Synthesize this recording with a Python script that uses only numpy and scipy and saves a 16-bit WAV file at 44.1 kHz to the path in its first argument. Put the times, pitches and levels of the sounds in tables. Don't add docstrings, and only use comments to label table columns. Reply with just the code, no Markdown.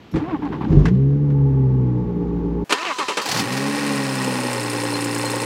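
import sys
import numpy as np
from scipy import signal
from scipy.fft import rfft, irfft
from scipy.io import wavfile
from scipy.ndimage import uniform_filter1d

SR = 44100
rng = np.random.default_rng(int(sys.argv[2]) if len(sys.argv) > 2 else 0)


def wav_out(sig):
    wavfile.write(sys.argv[1], SR, np.round(np.clip(np.atleast_2d(sig).T, -1, 1) * 32767).astype(np.int16))


N = 240417
T = np.arange(N) / SR

CUT_S, BAY_S = 2.643, 2.69
BAY_LAG_S = 2.562
ENGAGE_S, RELEASE_S = .135, .75
CAUGHT_BAY_S = 3.38
FIRING_DB = [0, -1.5, 0, -1.5, 2.5, -0.2]
# time in seconds on the cabin's clock, firing rate in Hz.
IDLE = [(2.85, 59.25)]


def undb(db):
    return 10 ** (np.asarray(db) / 20)


def curve(rows, lag=0):
    s, value = np.transpose(rows)
    return np.interp(T - lag, s, value)


def between(start, end):
    return np.clip(np.minimum(T - start, end - T) / .004, 0, 1)


def unit(x):
    return x / np.std(x)


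def noise():
    return rng.standard_normal(N)


def wander(rate):
    k = int(SR / rate)
    return unit(uniform_filter1d(uniform_filter1d(noise(), k), k))


def response(points, hz):
    f, db = np.transpose(points)
    return undb(np.interp(np.log(np.maximum(hz, 1)), np.log(f), db))


def colour(x, points):
    size = 8192
    cepstrum = irfft(np.log(response(points, np.fft.rfftfreq(size, 1 / SR))))
    cepstrum[1:size // 2] *= 2
    cepstrum[size // 2 + 1:] = 0
    impulse = irfft(np.exp(rfft(cepstrum)))
    return signal.fftconvolve(x, impulse / np.linalg.norm(impulse))[:N]


def resonate(x, modes):
    out = 0
    for hz, width, db in modes:
        b, a = signal.iirpeak(hz, hz / width, SR)
        out = out + undb(db) * signal.lfilter(b, a, x)
    return unit(out)


def struck(rows, points, attack_s, decay_s=None):
    force = 0
    for s, db, *own_decay in rows:
        age = np.maximum(T - s, 0)
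        decay = own_decay[0] if own_decay else decay_s
        force = force + undb(db) * (1 - np.exp(-age / attack_s)) * np.exp(-age / decay)
    return colour(force * noise(), points)


def rung(rows, modes):
    out = np.zeros(N)
    for s, db in rows:
        at = int(s * SR)
        age = T[:min(SR // 4, N - at)]
        for hz, mode_db, rise_s in modes:
            swell = (age / rise_s * np.exp(1 - age / rise_s)) ** 3
            turns = hz * (1 + .015 * rng.standard_normal()) * age + rng.random()
            out[at:at + len(age)] += undb(db + mode_db) * swell * np.sin(2 * np.pi * turns)
    return out


def taps(turns, pattern_db, scatter_db, ring_s):
    at = np.flatnonzero(np.diff(np.floor(turns)) > 0)
    x = np.zeros(N)
    x[at] = undb(np.resize(pattern_db, len(at)) + scatter_db * noise()[:len(at)])
    age = T[:SR // 20]
    tangle = rng.standard_normal(len(age)) * np.exp(-age / ring_s)
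    return unit(signal.fftconvolve(x, tangle)[:N])


def order(turns, multiple, rough):
    sine = np.sqrt(2) * np.sin(2 * np.pi * (multiple * turns + rng.random()))
    return sine * (1 + rough * wander(40))


def cabin_air():
    # pitch in Hz, relative level in dB.
    room = [(59, -49.5), (100, -12), (368, 2), (1920, -10.5), (4500, -25.5), (7000, -35), (9300, -59.5),
            (11800, -29.5), (13500, -60)]
    # pitch in Hz, relative level in dB.
    hiss = [(900, -17), (3000, 1), (6500, -17.5), (8000, -22), (9500, -31)]
    early = np.clip((1.11 - T) / 0.28, 0, 1)
    return undb(-50) * colour(noise(), room) + undb(-57) * early * colour(noise(), hiss)


def bay_air():
    # pitch in Hz, relative level in dB.
    open_air = [(59, -53.5), (100, -6), (368, -4), (1920, -12.5), (14000, -27)]
    return undb(-50.0) * colour(noise(), open_air) * between(CUT_S, np.inf)


def whistle():
    # centre in seconds, level in dB.
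    squeaks = [(4.95, -38), (5.262, -37)]
    steady = undb(-49 + 2.6 * wander(12)) * np.clip((T - 4.1) / 1.4, 0, 1)
    swells = sum(undb(db) * np.exp(-((T - s) / 0.01) ** 2) for s, db in squeaks)
    turns = np.cumsum(4208.5 * (1 + 0.008 * wander(220))) / SR
    return (steady + swells) * order(turns, 1, rough=0.5)


def brushes():
    # pitch in Hz, relative level in dB.
    whir = [(1500, -21), (4000, 5), (7200, -3.5), (10000, -14), (15500, -31)]
    return undb(-38.5) * colour(noise(), whir) * between(ENGAGE_S + BAY_LAG_S, RELEASE_S + BAY_LAG_S)


def starter_effort(t):
    # start in seconds, length in seconds,
    # gear mesh pitch in Hz, whine accent in dB.
    compressions = [(0.293, 0.063, 382.2, 2.5), (0.419, 0.05, 308.5, -0.5), (0.512, 0.039, 310, -8),
                    (0.605, 0.044, 322, -7)]
    attack_s, release_s, drag_s = 0.015, 0.029, .052
    slack_hz = 246.4
    running = np.maximum(t - ENGAGE_S, 0)
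    hz = 178.6 + 1300 * running
    load = 0.78 * np.minimum(running / 0.034, 1) * (t < compressions[0][0] + attack_s)
    accent_db = 0
    for s, length, mesh_hz, db in compressions:
        age = t - s
        sagging = slack_hz + (mesh_hz - slack_hz) * np.exp(-(age / drag_s) ** 2)
        hz = np.where(age < 0, hz, sagging)
        stroke = np.clip(np.minimum(age / attack_s, 1 - (age - length) / release_s), 0, 1)
        load = np.maximum(load, stroke)
        accent_db = accent_db + db * stroke
    return hz, load, accent_db


def starter(lag, radiation, grind, whine_db, grind_db, rough, bite, play, count=9):
    hz, load, accent_db = starter_effort(T - lag)
    whine_load = accent_db - 18.5 * (1 - load)
    grind_load = -10 * (1 - load)
    teeth = np.cumsum(hz * (1 + play * wander(160))) / SR
    whine = sum(response(radiation, k * hz) * order(teeth, k, rough) for k in range(1, count))
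    grit = noise() * undb(3 * wander(600))
    scrape = colour(unit(grit * (1 + bite * np.cos(2 * np.pi * teeth))), grind)
    engaged = between(ENGAGE_S + lag, RELEASE_S + lag)
    return (undb(whine_db + whine_load) * whine + undb(grind_db + grind_load) * scrape) * engaged


def cabin_starter():
    # pitch in Hz, gain in dB.
    whine_gain = [(230, -9), (305, 6.5), (375, -11), (580, -26), (770, -6), (900, -15.5), (1100, -13),
                  (1250, -28), (2500, -33)]
    # pitch in Hz, relative level in dB.
    grind = [(260, -29.5), (450, -15), (504, -2.5), (613, -9.5), (872, -3), (3820, -27), (9270, -59)]
    return starter(0, whine_gain, grind, whine_db=-25.5, grind_db=-36.5, rough=0.32, bite=0.51, play=0.012)


def bay_starter():
    # pitch in Hz, gain in dB.
    whine_gain = [(240, -15), (360, -4), (520, -6), (800, -5), (1120, 1.5), (1550, -9.5), (2800, -5.5)]
    # pitch in Hz, relative level in dB.
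    grind = [(100, -47), (170, -18.5), (369, -9), (518, -7), (614, -19), (1120, 0), (1670, -11.5),
             (2630, -8), (7420, -26), (15500, -65)]
    # start in seconds, level in dB, decay in seconds.
    clack_rows = [(2.694, -22.5, 0.019), (2.705, -17, 0.011), (2.723, -6, 0.0084), (2.984, -19.5, 0.022),
                  (3.082, -19, 0.026), (3.17, -15, 0.019)]
    # pitch in Hz, relative level in dB.
    clack_colour = [(88, -56), (170, -14.5), (430, 2), (680, -10.5), (1110, -2.5), (1700, -9.5),
                    (2650, -7.5), (8830, -21), (15500, -47)]
    # pitch in Hz, relative level in dB, decay in seconds.
    gear_tones = [(1003, 5.5, 0.047), (1297, 2, 0.017), (1822, 3, 0.045), (2696, -1, 0.026),
                  (3170, 10.5, 0.013)]
    cranking = starter(BAY_LAG_S, whine_gain, grind, whine_db=-31.5, grind_db=-28.5,
                       rough=0.37, bite=0.56, play=0.014)
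    clacks = struck(clack_rows, clack_colour, attack_s=0.0016)
    age = T[:SR // 2]
    ring = sum(undb(db) * np.sin(2 * np.pi * hz * age) * np.exp(-age / decay) for hz, db, decay in gear_tones)
    ringing = unit(signal.fftconvolve(clacks + 0.69 * cranking, ring)[:N])
    return cranking + brushes() + clacks + undb(-41.5) * ringing


def bay_rattles():
    # start in seconds, level in dB, decay in seconds.
    rattle_rows = [(3.215, -26, 0.021), (3.256, -22, 0.019), (3.287, -20, 0.015), (3.313, -18, 0.017),
                   (3.345, -25, 0.027), (3.37, -24, 0.025), (3.393, -20, 0.012), (3.523, -25.5, 0.02),
                   (3.569, -23, 0.0094)]
    # pitch in Hz, relative level in dB.
    rattle_colour = [(410, -24), (700, -1), (1100, -4.5), (4000, -6.5), (4330, 0), (15700, -24)]
    return struck(rattle_rows, rattle_colour, attack_s=0.0015)


def cabin_knocks():
    # start in seconds, level in dB.
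    thump_rows = [(.131, -14), (.662, -21), (.69, -19), (.714, -14)]
    # pitch in Hz, relative level in dB, rise in seconds.
    thump_modes = [(163, -0.5, 0.016), (315.6, -1, 0.026), (521, -17, 0.028)]
    # start in seconds, level in dB, decay in seconds.
    chug_rows = [(.42, -28.5, .02), (.519, -28.5, 0.03), (.607, -24, 0.022)]
    # pitch in Hz, relative level in dB.
    chug_colour = [(600, -28), (880, 3), (1030, -3), (1250, -16), (3000, -31.5), (8000, -61)]
    # start in seconds, level in dB, decay in seconds.
    click_rows = [(.139, -36.5, 0.022), (.157, -32, 0.028), (.451, -38, .008), (.854, -19, 0.012),
                  (.881, -32, 0.0096), (1.301, -44, 0.014)]
    # pitch in Hz, relative level in dB.
    click_colour = [(350, -39), (600, -5.5), (1810, -3), (2570, -11), (6340, -25), (11900, -44.5),
                    (15000, -56)]
    # start in seconds, level in dB, decay in seconds.
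    relay_rows = [(.112, -47, 0.014)]
    # pitch in Hz, relative level in dB.
    relay_colour = [(1000, -22), (5200, -15), (5500, 2), (5800, -16), (7000, -17), (9300, -35),
                    (11500, -13), (14000, -35)]
    knocks = rung(thump_rows, thump_modes)
    knocks += struck(chug_rows, chug_colour, attack_s=0.0015)
    knocks += struck(click_rows, click_colour, attack_s=0.00099)
    return knocks + struck(relay_rows, relay_colour, attack_s=0.0029)


def crankshaft(lag, unsteady):
    # time in seconds, firing rate in Hz.
    catch = [(.67, 36), (.77, 48.92), (.83, 51.16)]
    # time in seconds, firing rate in Hz.
    flare = [(0.92, 61.6), (1.002, 67.23), (1.118, 70.6), (1.218, 72.3), (1.504, 67.92), (1.98, 61),
             (2.064, 59.2), (2.38, 57.94), (2.5, 57.8)]
    hz = curve(list(catch) + list(flare) + list(IDLE), lag)
    return hz, np.cumsum(hz * (1 + unsteady * wander(25))) / SR


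def puffs(firings, length, between_db):
    strength = undb(FIRING_DB)[firings.astype(int) % len(FIRING_DB)]
    return unit(noise() * (strength * np.exp(-(firings % 1) / length) + undb(between_db)))


def valve_gear(firings, scatter_db, ring_s, count=18):
    cycles = firings / len(FIRING_DB)
    return unit(sum(taps(cycles + (k + rng.random()) / count, [0], scatter_db, ring_s) for k in range(count)))


def low_order(firings, hz, k, humps, rough):
    gain = sum(undb(db) * np.exp(-((k * hz - centre) / width) ** 2) for centre, width, db in humps)
    return gain * order(firings, k, rough)


def upper_orders(firings, hz, boom, multiples, rough):
    return sum(response(boom, k * hz) * order(firings, k, rough) for k in multiples)


def cabin_shake(firings):
    # time in seconds, level in dB.
    shake_level = [(.12, -45.5), (.15, -18), (.25, -33.5), (.68, -24.5), (.74, -16.5), (.85, -18),
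                   (1.0, -29.5), (1.3, -30.5), (2.64, -27)]
    # pitch in Hz, relative level in dB.
    body = [(25, -42), (52, -4), (90, -10), (150, 1), (310, -5), (420, -7), (650, -40), (1000, -73.5)]
    return undb(curve(shake_level)) * colour(puffs(firings, length=0.46, between_db=-11.5), body)


def cabin_valve_gear(firings):
    # time in seconds, level in dB.
    leak_level = [(.62, -65), (.7, -37), (.82, -39), (.97, -51), (1.3, -56.5), (2.64, -51.5)]
    # pitch in Hz, relative level in dB.
    leak_colour = [(350, -48), (600, -10), (737, -7.5), (849, -13.5), (1140, -11), (1270, -19),
                   (7010, -40.5), (9300, -81), (11700, -44), (13000, -75.5)]
    gear = unit(valve_gear(firings, scatter_db=-2.5, ring_s=0.021) + 0.25 * noise())
    return undb(curve(leak_level)) * colour(gear, leak_colour)


def cabin_covers():
    # time in seconds, level in dB.
    hum_level = [(1.0, -70.5), (1.3, -44.5), (2.64, -41)]
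    # pitch in Hz, width in Hz, relative level in dB.
    cover_modes = [(582, 57, 2), (839, 89, 3.5), (870, 40, -3.5), (947, 27, -5), (1085, 65, -1.5)]
    return undb(curve(hum_level)) * resonate(resonate(noise(), cover_modes), cover_modes)


def shudder(firings, push, uneven_db):
    # time in seconds, level in dB.
    shudder_level = [(.68, -44), (.705, -17.5), (.765, -13), (.80, -9), (.825, -16.5), (.94, -21),
                     (1.0, -64)]
    # pitch in Hz, width in Hz, relative level in dB.
    panels = [(52, 7, -9.5), (78.7, 22, -9.5), (148.5, 33, -3), (292, 120, -11), (390, 39, -1)]
    shove = np.exp(-((firings % 1 - .5) / push) ** 2) * undb(uneven_db * wander(72))
    thud = signal.sosfilt(signal.butter(6, 420, fs=SR, output="sos"), resonate(shove, panels))
    thud = signal.sosfilt(signal.butter(2, 32, "highpass", fs=SR, output="sos"), thud)
    return undb(curve(shudder_level)) * thud * between(shudder_level[0][0], shudder_level[-1][0])


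def cabin_boom(firings, hz):
    # pitch in Hz, half-width in Hz, level in dB.
    humps = [(56.6, 2.2, -27.5), (66.2, 6, -29), (126.2, 6.43, -18.5), (139, 9.5, -14.5), (179.5, 17, -26),
             (219, 9.3, -33.5)]
    # pitch in Hz, gain in dB.
    upper_gain = [(235, -14), (246, -4), (288, -1), (297, -12.5), (310, -2), (325, -23.5), (360, -18.5),
                  (398, -4.5), (428, -12), (495, -15.5), (560, -35)]
    first, second, third = (low_order(firings, hz, k, humps, rough=0.079) for k in (1, 2, 3))
    pull = np.clip((1.08 - T) / .14, 0, 1)
    boom = first + second + undb(14 * pull) * third
    boom += undb(-25.0) * upper_orders(firings, hz, upper_gain, range(4, 10), rough=0.24)
    caught = np.clip((T - .84) / 0.12, 0, 1)
    return caught * boom


def cabin():
    hz, firings = crankshaft(0, unsteady=0.0018)
    mechanics = cabin_shake(firings) + cabin_valve_gear(firings) + cabin_covers()
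    engine = cabin_boom(firings, hz) + shudder(firings, push=0.074, uneven_db=2.5) + mechanics
    return engine + cabin_starter() + cabin_knocks()


def fuel_system(firings, running):
    # pitch in Hz, width in Hz, relative level in dB.
    pump_modes = [(4410, 70, -1), (5230, 359, 0.18)]
    # pitch in Hz, width in Hz, relative level in dB.
    injector_modes = [(7060, 390, 2), (8180, 330, 2), (8720, 560, 7), (9500, 270, 0.5), (10300, 1100, 1.9)]
    needle_db = [1.5, 0.5, -0.5, 3.5, 0, 7.5]
    strokes = taps(firings / 2, [0], scatter_db=1.5, ring_s=0.003) + 0.6 * noise()
    pump = resonate(resonate(strokes, pump_modes), pump_modes)
    needles = sum(taps(firings + offset, needle_db, scatter_db=3.5, ring_s=0.01) for offset in (0, .5))
    injectors = resonate(resonate(needles + 0.93 * noise(), injector_modes), injector_modes)
    fuel_db = -34 - 16 * np.exp(-running / 0.43)
    return undb(fuel_db) * (undb(-4.5) * injectors + undb(-7.5) * pump)


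def fuel_ticks():
    # start in seconds, level in dB.
    tick_rows = [(4.151, -27), (4.242, -26), (4.529, -24.5), (4.631, -30), (4.732, -30.5), (4.836, -27),
                 (5.043, -24), (5.147, -25), (5.184, -27), (5.252, -25), (5.301, -25), (5.356, -26.5),
                 (5.401, -26.5)]
    # pitch in Hz, relative level in dB.
    tick_colour = [(2000, -27), (6600, -11), (7000, -1), (7400, -5), (8000, 2), (8800, -8), (9800, -9),
                   (10800, -12), (15000, -20)]
    return struck(tick_rows, tick_colour, attack_s=0.00095, decay_s=0.0074)


def intake_throb(firings):
    # time in seconds, level in dB.
    throb_level = [(3.8, -45), (4.28, -32.5), (4.5, -33), (4.7, -40)]
    stroke_db = [1.5, -4, -1, 6, -3, 3.5]
    # pitch in Hz, width in Hz, relative level in dB.
    box_modes = [(303, 76, 7.5), (492, 33, -6.5)]
    strokes = taps(firings, stroke_db, scatter_db=0.5, ring_s=0.0028)
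    return undb(curve(throb_level)) * resonate(strokes, box_modes)


def block_rocking():
    # pitch in Hz, width in Hz, relative level in dB.
    rock_modes = [(127.7, 93, 0)]
    swell = undb(-33.5) * np.exp(-((T - CAUGHT_BAY_S) / 0.086) ** 2)
    return swell * resonate(resonate(noise(), rock_modes), rock_modes)


def block_rumble(firings):
    # pitch in Hz, relative level in dB.
    block_colour = [(60, -42), (110, -2), (300, 8), (540, 7), (680, -12), (1500, -25.5)]
    gear = valve_gear(firings, scatter_db=2.0, ring_s=0.011)
    combustion = 1.16 * puffs(firings, length=0.3, between_db=-15)
    return undb(-33.5) * colour(unit(gear + combustion), block_colour)


def bay_walls(x, echo_db, count=10):
    lags = (rng.uniform(.001, .009, count) * SR).astype(int)
    return unit(x + undb(echo_db) * sum(rng.choice([-1, 1]) * np.pad(x, (lag, 0))[:N] for lag in lags))


def valve_clatter(firings, hz):
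    # pitch in Hz, relative level in dB.
    valve_colour = [(350, -32), (600, -12.5), (736, -13), (844, -5), (1420, -9.5), (2620, -10), (3260, -18),
                    (4350, -15), (7410, -24), (8490, -23), (15700, -44.5)]
    level_db = -31 + 0.13 * np.maximum(hz - IDLE[0][1], 0)
    gear = valve_gear(firings, scatter_db=1.45, ring_s=0.0054) + 0.55 * noise()
    return undb(level_db) * colour(bay_walls(gear, echo_db=-18.5), valve_colour)


def cover_knock(firings):
    # pitch in Hz, width in Hz, relative level in dB.
    cover_modes = [(824, 31, 7), (898, 88, 1.5), (1046, 34, 6.5), (1880, 74, 4), (2015, 48, 2.5),
                   (2586, 55, -2)]
    blows = taps(firings, FIRING_DB, scatter_db=1.5, ring_s=0.004)
    blows = blows + 0.8 * puffs(firings, length=0.2, between_db=-11)
    return undb(-36) * resonate(blows, cover_modes)


def firing_knocks():
    # start in seconds, level in dB.
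    knock_rows = [(4.276, -21), (4.291, -26), (4.322, -25), (4.387, -23), (4.434, -24), (4.465, -25),
                  (4.482, -19), (4.498, -25), (4.514, -20), (4.58, -22), (4.785, -23.5), (4.835, -22),
                  (4.925, -20), (5.237, -18), (5.337, -17.5), (5.424, -19.5)]
    # pitch in Hz, relative level in dB, rise in seconds.
    knock_modes = [(880, -2, 0.0043), (520, -1, 0.0042), (1056, -17, 0.003)]
    return rung(knock_rows, knock_modes)


def bay_drone(firings, hz, count=5):
    # pitch in Hz, half-width in Hz, level in dB.
    humps = [(72.02, 5.54, -52), (118.34, 9.5, -32), (134.8, 9.2, -29), (170.7, 8.9, -38.5),
             (195.16, 7, -29), (210.7, 6.8, -27.5), (256, 13.5, -32), (283.7, 14.6, -26.5)]
    # pitch in Hz, gain in dB.
    upper_gain = [(345, -5.5), (385, -7), (420, -2.5), (460, -9.5), (500, -5), (560, -1.5), (620, -28)]
    low = sum(low_order(firings, hz, k, humps, rough=0.046) for k in range(1, count + 1))
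    upper = undb(-34.0) * upper_orders(firings, hz, upper_gain, range(6, 10), rough=0.24)
    return np.clip((T - 3.36) / 0.017, 0, 1) * low + np.clip((T - 3.4) / 0.14, 0, 1) * upper


def bay_engine():
    hz, firings = crankshaft(BAY_LAG_S, unsteady=.002)
    firings = firings + 1 - np.interp(4.498, T, firings) % 1
    running = np.maximum(T - 3.22, 0)
    surge_db = 3.5 * np.exp(-((T - CAUGHT_BAY_S) / 0.065) ** 2)
    surge = np.minimum(running / 0.044, 1) * undb(surge_db)
    mechanics = block_rumble(firings) + valve_clatter(firings, hz) + cover_knock(firings)
    mechanics = mechanics + intake_throb(firings) + block_rocking() + fuel_system(firings, running)
    return bay_drone(firings, hz) + surge * mechanics + whistle() + firing_knocks() + fuel_ticks()


def scene():
    inside = (cabin_air() + cabin()) * between(-1, CUT_S)
    bass_cut = signal.butter(3, 79, "highpass", fs=SR, output="sos")
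    bay = signal.sosfilt(bass_cut, bay_starter() + bay_rattles() + bay_engine())
    return (inside + bay_air() + bay * between(BAY_S, np.inf))[None]


def record(dry):
    rounded = np.tanh(.9 * dry) / .9
    return signal.sosfilt(signal.ellip(10, .2, 80, 15750, fs=SR, output="sos"), rounded)


dry = scene()
out = record(dry)
wav_out(out)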